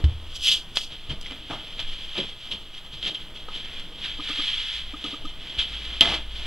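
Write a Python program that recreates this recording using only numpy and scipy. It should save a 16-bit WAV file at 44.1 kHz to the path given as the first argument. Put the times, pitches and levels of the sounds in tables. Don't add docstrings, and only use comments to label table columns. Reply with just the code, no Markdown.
import sys
import numpy as np
from scipy import signal
from scipy.fft import rfft, irfft, next_fast_len
from scipy.io import wavfile
from scipy.ndimage import uniform_filter1d

SR = 44100
rng = np.random.default_rng(int(sys.argv[2]) if len(sys.argv) > 2 else 0)


def wav_record(signal):
    frames = np.transpose(np.atleast_2d(signal))
    bounded = np.clip(frames, -1, 1)
    quanta = np.round(bounded * 32767).astype(np.int16)
    wavfile.write(sys.argv[1], SR, quanta)


def attenuation_scalar(level_db):
    decades = np.asarray(level_db, float) / 20
    return 10 ** decades


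N = 284884

# start in seconds, peak in dB, board pitch in Hz,
# time to fade by 60 dB in seconds.
PALM_PATS = [
    (0.0376, -6.5, 72.01, 0.2551),
    (1.088, -27.5, 65.22, 0.2063),
    (5.579, -23, 44.27, 0.1262),
]
# start in seconds, peak in dB, pitch in Hz,
# time to fade by 60 dB in seconds.
PITCHED_KNOCKS = [(0.7716, -8, 4800, 0.005), (1.103, -23.5, 140.3, 0.1101), (1.261, -30.5, 2079, 0.01262),
                  (1.2655, -34, 2145, 0.01034), (1.309, -38, 267, 0.2218), (1.499, -27, 279.2, 0.06455),
                  (1.503, -36, 857.2, 0.0437), (1.5075, -36, 674.5, .05), (1.5077, -35.5, 1002, 0.0367),
                  (1.5136, -35, 1250, 0.026), (1.5135, -34, 792.3, 0.0385), (1.513, -30.5, 124.5, 0.15046),
                  (1.525, -36, 697.1, 0.0527), (1.532, -41, 1046, 0.0446), (1.542, -35.5, 625.3, 0.0616),
                  (1.098, -30.5, 242.7, 0.05465), (1.1, -33.5, 328.9, 0.05435), (1.133, -36, 201, 0.0795),
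                  (1.135, -41, 306.7, 0.1655), (4.195, -38, 1022, 0.0427), (6.0225, -19, 4674, 0.01049),
                  (6.02, -30, 2050, 0.0578), (6.1417, -27.5, 4461, 0.01402), (2.178, -30.5, 207.5, 0.1795),
                  (2.184, -26, 373.4, 0.10515), (2.19, -32, 547.9, 0.1347), (2.53, -35.5, 202.5, 0.0886),
                  (2.929, -36.5, 138.9, 0.1363), (3.146, -38, 3197, 0.04744), (3.168, -43.5, 3083, 0.07124),
                  (3.485, -30.5, 1251, 0.0415), (3.484, -32, 873.4, 0.01495), (3.483, -28, 490.1, 0.01888),
                  (6.009, -13, 3028, 0.0188), (6.008, -19, 292.4, 0.03637), (6.011, -32, 675.8, 0.4414)]
# start in seconds, peak in dB, bright layer in dB above the peak,
# dull layer in dB above the peak, fade of the spray by 60 dB in seconds.
DRY_TICKS = [(.042, -21.5, -14.5, -2.5, 0.059), (0.7713, -12, -16, -3, 0.01718),
             (0.77158, -15, -12, -20, .01), (.77205, -15, -25.5, -25, 0.01027),
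             (.7728, -17.5, -11, -27.5, 0.0104), (.7765, -19, -20, -26.5, 0.0299),
             (1.0975, -27, -20, -13, 0.1), (1.2124, -43, 14, -14.5, 0.0275),
             (1.2139, -36.5, 3, -26, 0.01906), (1.225, -35, -2.5, -16, 0.00603),
             (1.23, -38, 0.5, -14.5, 0.00606), (1.2615, -42, -16.5, -17.5, 0.00782),
             (1.266, -31, -5.5, -18.5, 0.01162), (1.3105, -30, -10, -2, 0.01755),
             (1.3211, -29, -14.5, -2, 0.01129), (1.4993, -36, -16, 6, 0.0505), (1.5035, -40, -15, 8, .03),
             (1.5095, -38, -15, 8, .03), (1.5143, -38, -15, 8, .04), (1.526, -40, -15, 7, .04),
             (1.7933, -20.5, -18.5, -10.5, 0.01184), (1.7963, -19.5, -20, -14, 0.0224),
             (1.8008, -19.5, -13.5, -12.5, 0.0457), (3.029, -20.5, -26.5, -18.5, 0.01518),
             (3.077, -24, -10.5, -19, 0.00911), (3.797, -30, -9, -22.5, 0.06),
             (5.042, -18.5, -17, -15.5, 0.049), (5.254, -32, -5.5, -16.5, 0.0422),
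             (5.59, -16, -34.5, -22, 0.03585), (6.0089, 2.0, -12, -26, 0.01717),
             (6.0572, -14, -31, -6, 0.01253)]
TICK_BOUNCES = [(6.014, -6.5, -26, -36, 0.00465), (6.0168, -3.5, -32, -30.5, 0.02473),
                (6.0226, -7.5, -29.5, -16, 0.038), (6.029, -12.5, -27, -26, 0.0156),
                (6.0385, -18.5, -25, -20.5, 0.01457), (6.0885, -15.5, -24, -20, 0.01488),
                (6.094, -20.5, -24.5, -18.5, 0.01008), (6.1004, -23, -25, -20.5, 0.01454),
                (6.12, -19, -15, -19, 0.01456), (6.143, -17, -21, -19.5, 0.01465),
                (6.151, -18.5, -25.5, -18.5, 0.01468), (6.163, -23.5, -25, -20, 0.0192),
                (6.179, -23, -24, -18.5, 0.0212)]
# peak in seconds, level in dB, rise in seconds per 20 dB,
# fall in seconds per 20 dB, fine fizz in dB above the level.
PALM_DUSTING = [(0.329, -43.5, -0.1956, 0.5649, -15.5), (.365, -34, 0.0308, 0.0097, -7.5),
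                (.445, -26, 0.0465, 0.0805, -9.5), (0.483, -16, 0.0511, 0.0376, -15.5),
                (0.526, -19, 0.0293, 0.0525, -14), (.57, -34, 0.0354, 0.0704, -12),
                (.505, -24, .05, .05, -12), (0.763, -31, 0.004, 0.06, -6), (0.81, -35, 0.0882, 0.0549, -12),
                (0.841, -38, 0.0615, 0.0488, -9)]
# peak in seconds, level in dB, rise in seconds per 20 dB,
# fall in seconds per 20 dB, coarse grit in dB above the level.
QUICK_BRUSHES = [(0.77, -30, 0.02, 0.04, -9), (.925, -41, .03, .05, -12), (1.106, -32, 0.02, 0.06, -11),
                 (1.25, -38.5, -0.03, 0.1817, -12), (1.31, -40, 0.0311, 0.0915, -5.5),
                 (1.804, -32, 0.064, 0.1022, -10.5), (2.184, -26, 0.0383, 0.0725, -13),
                 (2.29, -38.5, 0.5465, 0.1218, -12), (2.52, -27, 0.0141, 0.0629, -19),
                 (2.775, -37.5, 0.025, 0.04, -16), (2.937, -37.5, 0.04, 0.2185, -18),
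                 (3.035, -30.5, -0.0182, 0.1426, -15.5), (3.077, -27, 0.0704, 0.0657, -15.5),
                 (3.15, -33, 0.015, 0.04, -18), (3.21, -42, .06, .06, -15), (2.745, -41, .03, .04, -17),
                 (2.865, -44, .04, .04, -17), (3.36, -40, 0.0245, 0.2048, -15),
                 (3.557, -32.5, 0.0794, 0.1823, -13.5), (4.05, -27, 0.055, 0.08, -11),
                 (4.115, -35, .05, .1, -11), (4.29, -32, 0.0007, 0.2204, -8.5),
                 (4.48, -26.5, -0.4027, 0.2193, -15), (5.048, -38.5, 0.1733, 0.1017, -11),
                 (5.289, -38, 0.1508, 0.1094, -17), (5.597, -22, 0.0248, 0.0896, -15.5),
                 (5.75, -34, 0.2224, 0.09, -11.5), (5.85, -38.5, -0.2038, 0.2681, -10.5),
                 (6.46, -35, 0.2909, -0.58, -9.5)]
# start in seconds, end in seconds, level at start in dB,
# level at end in dB, coarse grit in dB above the level.
CLOTH_SLIDES = [(0.098, 0.229, -46, -52.5, -11.5), (2.185, 2.202, -32, -32.5, -12),
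                (0.915, 1.182, -42, -50, -13.5), (1.368, 1.737, -44.5, -40, -12),
                (1.878, 2.16, -36.5, -41, -14), (2.387, 2.494, -41.5, -39.5, -17.5),
                (2.601, 2.731, -44, -50.5, -16.5), (2.826, 2.896, -52, -56, -14.5),
                (3.204, 3.247, -47, -49, -11), (3.399, 3.502, -51.5, -54.5, -15),
                (3.86, 3.941, -44.5, -52.5, -12), (3.64, 3.807, -41.5, -38.5, -9),
                (3.963, 4.189, -43, -52, -15), (4.226, 4.792, -33.5, -30.5, -12),
                (4.857, 4.985, -41.5, -43.5, -10), (5.065, 5.157, -33, -36, -13),
                (5.411, 5.551, -41, -36, -10.5), (5.678, 6.013, -41.5, -35, -11),
                (6.336, 6.46, -40, -41, -18.5)]
# peak in seconds, level in dB, rise in seconds per 20 dB,
# fall in seconds per 20 dB.
BOARD_SCUFFS = [(.002, -37.5, 1.2184, -0.1039), (.07, -47, -0.2282, 0.7544), (.762, -51.5, -0.1018, 0.1762),
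                (.95, -46, 0.2807, 0.0143), (1.11, -38, -0.0393, -0.0987), (1.315, -48, -0.4739, -0.7413),
                (1.62, -51.5, 0.1769, 1.0945), (1.8, -54, -0.3015, 1.48), (2.181, -31, 0.0186, 0.0529),
                (2.199, -35.5, 0.0274, 0.1172), (2.3, -56, 0.1734, 0.2373), (2.52, -41, 0.0487, 0.1466),
                (2.935, -50.5, 0.0449, 0.9868), (3.035, -46, 0.0044, 0.0627),
                (3.079, -38.5, 0.0647, 0.1321), (3.375, -48.5, 0.2216, 0.2762),
                (3.56, -45.5, 0.047, 0.1581), (3.82, -49.5, 0.9171, -0.504), (4.05, -50.5, -0.7915, 0.7188),
                (5.05, -45.5, 0.0505, 1.0114), (5.59, -47, 0.3719, 0.4592), (5.75, -52, 0.0733, 1.0133),
                (5.92, -47.5, 0.4174, 0.5593), (6.4, -47.5, 0.0829, -3.5)]
# peak in seconds, level in dB, fall in seconds per 20 dB.
DOUGH_THUDS = [
    (1.311, -46, -0.0147),
    (1.5, -32, 0.0966),
    (1.511, -31, .09),
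    (1.527, -35, .08),
    (1.795, -40.5, 0.0675),
    (2.155, -39.5, -0.0379),
    (3.484, -39.5, 0.0726),
]
# time in seconds, pressure in dB.
SCRAPE_PRESSURE = [(6.008, -78), (6.0095, -21.5), (6.035, -23.5), (6.07, -26), (6.106, -25), (6.146, -26.5),
                   (6.185, -36.5), (6.21, -41.5), (6.3, -55.5)]
# start in seconds, knock in dB, ring in dB.
LENS_STEPS = [
    (4.192, -33, -39.5),
    (4.299, -33, -40),
    (4.391, -33.5, -39),
    (4.938, -33, -39),
    (5.045, -31.5, -39),
    (5.135, -32.5, -38.5),
    (5.248, -34, -38),
]
# start in seconds, end in seconds, level at start in dB, level at end in dB.
APPLIANCE_RUNS = [
    (4.745, 4.991, -40, -42.5),
    (5.715, 6.462, -35.5, -35),
]
# time in seconds, rumble in dB.
HAND_RUMBLE = [(0.0, -32.5), (0.94, -43.5), (1.11, -33), (1.64, -46.5), (1.82, -34.5), (2.47, -48),
               (2.52, -39), (2.84, -46), (3.06, -35), (3.15, -56), (3.22, -40), (4.95, -39.5),
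               (4.98, -50.5), (5.29, -34), (5.58, -43), (6.46, -35.5)]
# pitch in Hz, width in Hz, level in dB.
SHELL_RINGS = [(315.88, 26.46, -8), (645.04, 24.48, -1.5), (1249.1, 92.46, -2.5), (1501.1, 29.35, -4),
               (2050.2, 24, -5)]

# frequency in Hz, level in dB per Hz.
SKIN_COLOUR = [(1700, -25.5), (2600, -4.5), (3200, -1), (4200, -2.5), (5500, -11), (8000, -19.5)]
FIZZ_COLOUR = [(3400, -30), (4600, -0.5), (6000, -1), (9000, -0.5), (12000, 0.5), (14500, -2.5),
               (16000, -1)]
GRIT_COLOUR = [(600, -14.5), (1100, -5), (1800, -0.5), (2500, 0.5), (3200, -33.5)]
SCUFF_COLOUR = [(50, -3), (130, 4), (350, 3), (700, -4), (1050, -6.5), (1700, -20)]
WOOD_COLOUR = [(60, -4), (130, 1), (330, -0.5), (500, -5), (800, -0.5), (1300, -5.5), (2000, -15)]
AIR_COLOUR = [(25, 9.5), (50, -2), (100, 6), (300, -4.5), (1000, -8.5), (3200, -14.5), (5500, -15),
              (16000, 2.5)]
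HISS_COLOUR = [(300, -28), (2000, -42.5), (8000, 8.5), (12000, 7.5), (14800, -3.2442), (16000, 3)]


def pats():
    out = np.zeros(N)
    t = np.arange(SR // 2) / SR
    overtones = (1.07, -17, 2.9), (1.55, -15, 1.3), (2.5, -26.5, 0.8796), (4.3, -22.5, 0.475)
    rise = 1 - np.exp(-(t / 0.004372) ** 2)
    for s, db, hz, t60 in PALM_PATS:
        resting_palm = np.exp(-(t / (0.343 * t60)) ** 6)
        damped = attenuation_scalar(-60 * t / (0.9934 * t60)) * resting_palm
        add(out, s, attenuation_scalar(db) * rise * damped * np.sin(2 * np.pi * hz * t))
        for ratio, rel_db, life in overtones:
            fade = attenuation_scalar(db + rel_db - 60 * t / (t60 * life))
            add(out, s, fade * rise * np.sin(2 * np.pi * hz * ratio * t))
    return out


def knocks():
    out = np.zeros(N)
    t = np.arange(SR // 2) / SR
    for s, db, hz, t60 in PITCHED_KNOCKS:
        rise = 1 - np.exp(-t * hz / 0.8023)
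        add(out, s, attenuation_scalar(db - 60 * t / t60) * rise * np.sin(2 * np.pi * hz * t))
    return out


def ticks():
    layers = np.zeros((3, N))
    t = np.arange(6000) / SR
    click = np.exp(-t / .00005)
    sprays = rng.standard_normal((60, 6000))
    for (s, db, bright_db, dull_db, tail), spray in zip(DRY_TICKS + TICK_BOUNCES, sprays):
        snap = click + 0.12958 * spray * attenuation_scalar(-60 * t / abs(tail))
        for layer, rel_db in zip(layers, (0, bright_db, dull_db)):
            add(layer, s, attenuation_scalar(db + rel_db) * snap)
    bright = [(3500, -24.5), (5000, 0.5), (9000, 2.5), (14000, 7), (16000, 3)]
    dull = [(100, -31.5), (300, -3.5), (1800, -6.5), (3000, -24.0)]
    out = np.zeros(N)
    for layer, colour in zip(layers, (SKIN_COLOUR, bright, dull)):
        peak = abs(port(coloured(click, colour))).max()
        out += coloured(layer, colour) / peak
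    return out


def rubbing():
    rub, fine, coarse, dull, wooden = touches()
    clumps_db = .8 * rng.exponential(1, N) + 1.2 * drift(size=90) + .6 * drift(size=500)
    slips = rng.standard_normal((4, N)) * attenuation_scalar(clumps_db)
    skin = rub * attenuation_scalar(-0.9622) * heard(coloured(slips[0], SKIN_COLOUR))
    fizz = fine * attenuation_scalar(2.5) * heard(coloured(slips[1], FIZZ_COLOUR))
    grit = coarse * attenuation_scalar(0.2134) * heard(shell(coloured(slips[2], GRIT_COLOUR), mix_db=-19.5))
    scuff = dull * attenuation_scalar(-2.0272) * heard(shell(coloured(slips[3], SCUFF_COLOUR), mix_db=0.0))
    wood = wooden * heard(shell(coloured(slips[3][::-1], WOOD_COLOUR), mix_db=5.0))
    return skin + fizz + grit + wood + scuff


def touches():
    def mixed(power, fizz_db, grit_db):
        return power * attenuation_scalar(2 * np.array([0, fizz_db, grit_db]))[:, None]

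    power = 0
    hold = 0.006278
    for s, db, up, down, fizz_db in PALM_DUSTING:
        power = power + mixed(held(s - hold, s + hold, db, db, up, down), fizz_db, grit_db=-25.5)
    hold = 0.004733
    for s, db, up, down, grit_db in QUICK_BRUSHES:
        fizz_db = -20 - 0.2504 * (db + 37.5)
        power += mixed(held(s - hold, s + hold, db, db, up, down), fizz_db, grit_db)
    edge = 0.07615
    for start, end, from_db, to_db, grit_db in CLOTH_SLIDES:
        fizz_db = -20.5 - 0.0432 * (to_db + 35)
        power += mixed(held(start, end, from_db, to_db, edge, edge), fizz_db, grit_db)

    step_scuffs = [(s, db - 10, 0.01174, 0.0482) for s, db, _ in LENS_STEPS]
    dull = sum(held(s, s, db, db, up, down) for s, db, up, down in BOARD_SCUFFS + step_scuffs)
    thuds = sum(held(s, s, db, db, .003, down) for s, db, down in DOUGH_THUDS)
    scrape = attenuation_scalar(columns(SCRAPE_PRESSURE)[0] + np.array([[0], [-20], [-9.5], [-5]]))
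    rub, fine, coarse = np.hypot([spread(p) for p in power], scrape[:3])
    return rub, fine, coarse, spread(dull), np.hypot(scrape[3], spread(thuds))


def lens_motor():
    out = np.zeros(N)
    t = np.arange(8000) / SR
    bend = 0.000956 * np.exp(-t / 0.004052)
    knock = (t / 0.008151) * np.exp(1 - t / 0.00647) * np.sin(2 * np.pi * 297.27 * (t + bend))
    edge = attenuation_scalar(-9.0) * np.exp(-t / 0.003636) * np.sin(2 * np.pi * 469.8 * t)
    tail = attenuation_scalar(-13 - 60 * t / 0.2061) * (1 - np.exp(-(t / 0.0141) ** 2)) * np.sin(2 * np.pi * 305 * t)
    chances = rng.uniform(-0.923, 1, (len(LENS_STEPS), 3))
    for (s, knock_db, ring_db), (late, wide, sharp) in zip(LENS_STEPS, chances):
        width = 0.005806 + 0.001263 * wide
        swell = np.exp(-((t - .013 - 0.00111 * late) / width) ** 2)
        hz = 1226.9 * (1 + 0.01472 * sharp + 0.5386 * (t - .013))
        ring = swell * np.sin(2 * np.pi * hz * t)
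        add(out, s - .004, attenuation_scalar(knock_db + 1.0) * (knock + tail + edge) + attenuation_scalar(ring_db + 4) * ring)
    return out


def kitchen():
    air = heard(shell(coloured(rng.standard_normal(N), AIR_COLOUR), mix_db=-0.5))
    air = attenuation_scalar(-47 + 1.1454 * drift(size=3000)) * air

    turns = np.cumsum(51.945 * (1 + 0.012801 * drift(size=4000))) / SR
    edge = 0.1044
    strength = spread(sum(held(*run, edge, edge) for run in APPLIANCE_RUNS))
    hum = strength * attenuation_scalar(0.668 * drift(size=2000)) * np.sin(2 * np.pi * turns)

    shake = [(5, -3.5), (12, 9.0), (21, 2.0), (28, -11.5), (60, -9.5), (120, -31.5), (300, -55)]
    rumble = evened(coloured(rng.standard_normal(N), shake))
    return air + hum + attenuation_scalar(columns(HAND_RUMBLE)[0] + 1.5) * rumble


def walls(x):
    t = np.arange(SR // 3) / SR
    signs = rng.choice([-1., 1.], (3, len(t)))
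    present = rng.random((3, len(t))) < 2500 / SR
    taps = signs * present * attenuation_scalar(-60 * t / 0.1254) * (t > .002)
    apart = coloured(taps[1:], [(500, -44.5), (3000, -2.0), (7000, -3.0), (14000, -13.5)])
    heard_taps = (taps[0] + apart) / np.linalg.norm(taps[0])
    return signal.fftconvolve(x[None], heard_taps, axes=1)[:, :N]


def shell(x, mix_db):
    def response(hz):
        return 1 + sum(attenuation_scalar(db + mix_db) / (1 + 2j * (hz - f) / width) for f, width, db in SHELL_RINGS)
    return through(x, response)


def port(x):
    port_hz, sharpness = 3236.3, 7.7243
    return through(x, lambda hz: 1 / (1 - (hz / port_hz) ** 2 + 1j * hz / port_hz / sharpness))


def heard(x):
    return x / np.sqrt(np.mean(port(x) ** 2))


def evened(x):
    return x / np.sqrt(np.mean(x ** 2) + 1e-20)


def through(x, response):
    size = next_fast_len(x.shape[-1], True)
    spectrum = rfft(x, size) * response(np.fft.rfftfreq(size, 1 / SR))
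    return irfft(spectrum, size)[..., :x.shape[-1]]


def coloured(x, points):
    f, db = np.transpose(points)
    return through(x, lambda hz: attenuation_scalar(np.interp(np.log(hz + 1), np.log(f), db)))


def drift(size):
    return evened(uniform_filter1d(uniform_filter1d(rng.standard_normal(N), size), size))


def columns(rows):
    s, *values = np.transpose(rows)
    return [np.interp(np.arange(N) / SR, s, v) for v in values]


def held(start, end, from_db, to_db, rise, fall):
    t = np.arange(0, N / SR + .001, .001)
    before, after = np.maximum(start - t, 0), np.maximum(t - end, 0)
    edges_db = 20 * (before / abs(rise) + after / abs(fall))
    level_db = np.interp(t, [start, end + 1e-6], [from_db, to_db])
    return attenuation_scalar(2 * (level_db - edges_db))


def spread(power):
    return np.interp(np.arange(N) / SR, np.arange(len(power)) / 1000, np.sqrt(power))


def add(mix, s, sound):
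    part = mix[round(s * SR):][:len(sound)]
    part += sound[:len(part)]


def scene():
    bright = rubbing() + ticks()
    near = bright + pats() + knocks() + lens_motor() + kitchen()
    both = near + attenuation_scalar(-11.0) * walls(bright)
    late = through(both[0], lambda hz: np.exp(-2j * np.pi * hz / SR))
    return np.array([late, both[1]])


def low_pass(x):
    return signal.sosfilt(signal.butter(12, 16270, fs=SR, output="sos"), x)


def record(dry):
    hiss = evened(coloured(rng.standard_normal((2, N)), HISS_COLOUR))
    x = port(dry) + attenuation_scalar(-71.5) * hiss
    side = coloured((x[0] - x[1]) / 2, [(60, -43.5), (200, -23.0), (450, -4), (900, -4.5), (8000, 0.5)])
    x = np.clip(x.mean(0) + np.array([side, -side]), -1, 1)
    x = coloured(x, [(20, 0), (15750, 0), (15850, -60)])
    return low_pass(x)


dry = scene()
out = record(dry)
wav_record(out)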